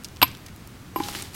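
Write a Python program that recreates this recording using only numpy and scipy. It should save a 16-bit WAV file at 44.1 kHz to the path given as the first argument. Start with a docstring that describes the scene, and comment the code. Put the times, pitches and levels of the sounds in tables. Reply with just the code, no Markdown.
"""Outdoors among bushes, one microphone close to a rock, a low rumble underneath throughout.
After a few faint ticks a small steel hammer strikes: a glancing touch, then the full blow, which
crushes stone and rings rock and steel. Chips patter into dry leaves. The hammer is set down on the
stone with a double knock, then a glove and the tool scrape through grit.
Farther off, the bushes scatter a faint tail after each sound."""
import sys
import numpy as np
from scipy import signal
from scipy.fft import rfft, irfft, next_fast_len
from scipy.io import wavfile
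from scipy.ndimage import map_coordinates

SR = 44100
rng = np.random.default_rng(int(sys.argv[2]) if len(sys.argv) > 2 else 0)


def to_wav(s):
    """Save 16-bit WAV."""
    ch = np.atleast_2d(s).T  # columns
    pcm = np.round(np.clip(ch, -1, 1) * 32767)  # PCM
    wavfile.write(sys.argv[1], SR, pcm.astype(np.int16))


N = 59535

# modes of the hammer's head and handle: f/Hz, level in a blow/dB, level when set down/dB, t60/s
HAMMER_MODES = [(818, -41, -35, 0.62), (1023, -10, -17.5, 0.07), (2314, -11.5, -27, 0.028),
                (2850, -16, -35, 0.056), (3170, -31, -50, 0.066), (4860, -22.5, -47, 0.11),
                (5245, -26, -45, 0.068), (8190, -30, -47, 0.036), (8670, -34, -56, 0.056),
                (11490, -24, -33, .11), (12350, -38, -44, .11), (12850, -39, -52, 0.029),
                (12700, -12.5, -33, 0.16), (14000, -27, -44, 0.12)]


def amp(db):
    return 10 ** (np.asarray(db) / 20)


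def unit(x):
    """Scale to rms 1."""
    return x / np.sqrt(np.mean(x ** 2) + 1e-20)


def filtered(x, response):
    """Filter x by a gain given as a function of f/Hz."""
    size = next_fast_len(N + 8192)
    return irfft(rfft(x, size) * response(np.fft.rfftfreq(size, 1 / SR)), size)[:N]


def coloured(x, spectrum):
    """Shape x by points of f/Hz, level/dB and scale to rms 1."""
    freqs, db = np.transpose(spectrum)
    return unit(filtered(x, lambda hz: amp(np.interp(np.log(hz + 1), np.log(freqs), db))))


def noise(spectrum):
    """Noise of a given colour, at rms 1."""
    return coloured(rng.standard_normal(N), spectrum)


def since(start):
    """Seconds elapsed after start, zero before."""
    return np.maximum(np.arange(N) / SR - start, 0)


def fade(start, t60, attack_s=0.0001):
    """A sudden onset and an exponential decay."""
    t = since(start)
    return (1 - np.exp(-t / attack_s)) * np.exp(-np.log(1000) * t / t60)


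def ring(start, hz, t60):
    """One struck, damped mode that builds up over its first cycle."""
    t = since(start)
    return np.sin(2 * np.pi * hz * t) * fade(start, t60) * (1 - np.exp(-2 * hz * t))


def air():
    """The ambience of the place: a steady low rumble and faint hiss."""
    # outdoor background: f/Hz, level/dB
    air_spectrum = [(20, -10.5), (50, -5), (90, 3), (190, -4.5), (280, -6), (390, -12), (520, -18.5),
                    (1200, -18), (4000, -26), (12500, -33.5), (16000, -34)]
    return amp(-43.5) * noise(air_spectrum)


def bushes(near, blur_s=0.0041):
    """The undergrowth scatters the near sounds into a faint tail; leaves blur its phase."""
    # colour of the tail: f/Hz, level/dB
    tail_spectrum = [(100, 12), (700, -17), (2000, 1.5), (2900, -3.5), (5000, -4), (8000, -6.5),
                     (13000, -10)]
    tail = noise(tail_spectrum) * fade(start=0.016, t60=0.44)
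    echo = signal.fftconvolve(near, tail / np.linalg.norm(tail))[:N]
    phase_drift = np.cumsum(rng.standard_normal(N)) / np.sqrt(blur_s * SR)
    return amp(-23) * np.real(signal.hilbert(echo) * np.exp(1j * phase_drift))


def scrape(grains_per_s=9000, spread_db=2.5):
    """Dense sand grains slip under glove and tool, each with a tiny click."""
    # course of the stroke: t/s, level/dB
    stroke = [(0.959, -47.5), (1.01, -41), (1.04, -38), (1.11, -37), (1.18, -35.5), (1.223, -37),
              (1.243, -41), (1.31, -51), (1.35, -43)]
    # colour of the grit: f/Hz, level/dB
    grit_spectrum = [(100, 1), (330, 5.5), (520, -9), (900, -4), (1800, -4), (4300, -2.5), (6500, -6.5),
                     (12000, -10.5), (16000, -15.5)]
    slips = rng.random(N) < grains_per_s / SR
    grains = slips * rng.standard_normal(N) * amp(spread_db * rng.standard_normal(N))
    times, db = np.transpose(stroke)
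    t = np.arange(N) / SR
    envelope = amp(np.interp(t, times, db)) * (t > times[0])
    return coloured(grains, grit_spectrum) * envelope


def ticks():
    """Stone chips, grit and dry leaves around the rock tick in short, broad bursts of noise."""
    # single ticks: t/s, level/dB, centre f/Hz, half-width/octaves, t60/s
    bursts = [(.0365, -37, 7000, 1.2, 0.0093), (0.0454, -29.5, 5000, 0.76, 0.042),
              (.0858, -36, 4700, 0.79, 0.0075), (.1620, -37, 5300, 0.59, .007),
              (0.1694, -34, 4280, 0.89, 0.0066), (0.278, -41, 4000, 1.5, 0.045),
              (.314, -40, 5500, 0.62, 0.016), (0.35, -32.5, 2600, 0.85, 0.012),
              (.371, -40, 8000, 2.3, 0.0096), (0.4622, -36, 4170, 0.92, 0.034),
              (.484, -39, 2310, 0.88, 0.026), (0.562, -40, 12000, 3.2, 0.012),
              (0.674, -38, 9300, 0.87, 0.013), (1.035, -32, 3850, 0.48, 0.041),
              (1.085, -29, 4360, 0.88, 0.037), (1.086, -28.5, 930, 0.63, 0.036),
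              (1.095, -37, 10000, 1, 0.043), (1.1504, -21.5, 1830, 0.37, .013),
              (1.2228, -23.5, 8200, 0.31, 0.011), (1.344, -35, 4500, 3.6, 0.14)]
    out = np.zeros(N)
    for start, db, centre_hz, octaves, t60 in bursts:
        white = rng.standard_normal(N)
        band = filtered(white, lambda hz: 1 / (1 + (np.log2((hz + 1) / centre_hz) / octaves) ** 2))
        out += amp(db) * unit(band) * fade(start, t60)
    return out


def knocks():
    """The hammer is set down and rocks once: two knocks of thud, clack and ring, a faint touch between."""
    # contacts: t/s, ring level/dB, clack level/dB, thud level/dB, thud f/Hz, ring treble loss/(dB/kHz)
    landings = [(0.9600, 1, -24, -15.5, 330, 0.12), (0.985, -19, -38, -25, 347, 1),
                (1.0015, -0.5, -21, -13, 312, 6.5)]
    # clack of steel on stone: f/Hz, level/dB
    clack_spectrum = [(100, -28), (300, -21), (550, -1.5), (900, 13), (1300, -11), (2300, -3), (4000, -34),
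                      (9000, -33), (15000, -35)]
    out = np.zeros(N)
    for start, ring_db, clack_db, thud_db, thud_hz, loss_db_per_khz in landings:
        steel = sum(amp(db - loss_db_per_khz * hz / 1000) * ring(start, hz, t60)
                    for hz, _, db, t60 in HAMMER_MODES)
        clack = amp(clack_db) * noise(clack_spectrum) * fade(start, t60=0.035)
        thud = amp(thud_db) * ring(start, thud_hz, t60=0.04)
        out += amp(ring_db) * steel + clack + thud
    return out


def blow(choke_s=0.018):
    """Each contact snaps, crushes stone and rings rock and steel; the next chokes the earlier ring."""
    # contacts of the blow: t/s, snap level/dB, crack level/dB, rock level/dB, steel level/dB
    contacts = [(0.2166, -18, -11, -2, -6), (0.227, 4, -8, -7.5, -2.5), (0.23, -40, -10.5, -2.5, 1)]
    # crack of crushed stone: f/Hz, level/dB
    crack_spectrum = [(150, -17), (300, -4), (500, -25), (950, 6.5), (1900, -10.5), (2450, 0), (4500, -7),
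                      (6000, -32), (8200, -12.5), (10000, -31), (16000, -31)]
    # modes of the rock in its bed of soil: f/Hz, level/dB, t60/s
    rock_modes = [(94.3, -13.5, 0.05), (265, -21, 0.058), (695, -20, 0.043), (980, -18.5, 0.012),
                  (1330, -25, 0.02), (2644, -10, 0.015), (3650, -37, 0.011)]
    out = np.zeros(N)
    for start, snap_db, crack_db, rock_db, steel_db in contacts:
        snap = amp(snap_db) * ring(start, hz=4245, t60=0.0034)
        crack = amp(crack_db) * noise(crack_spectrum) * fade(start, t60=0.037)
        rock = sum(amp(db) * ring(start, hz, t60) for hz, db, t60 in rock_modes)
        steel = sum(amp(db) * ring(start, hz, t60) for hz, db, _, t60 in HAMMER_MODES)
        steel *= fade(start, t60=0.096)  # extra damping while the head is driven into the rock
        out *= np.exp(-since(start) / choke_s)
        out += snap + crack + amp(rock_db) * rock + amp(steel_db) * steel
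    return out


def radiated(x, corner_hz=54):
    """Small struck bodies radiate little deep bass."""
    return filtered(x, lambda hz: (1j * hz / (corner_hz + 1j * hz)) ** 2)


def scene():
    """At the microphone, in mono: hammer, chips and grit close by, bushes and ambience behind."""
    near = radiated(blow() + knocks()) + ticks() + scrape()
    return (near + bushes(near) + air())[None]


def record(dry):
    """The recorder cuts off steeply above its band limit."""
    top_hz = 16000
    return filtered(dry[0], lambda hz: 1 / np.sqrt(1 + (hz / top_hz) ** 240))[None]


dry = scene()
out = record(dry)
to_wav(out)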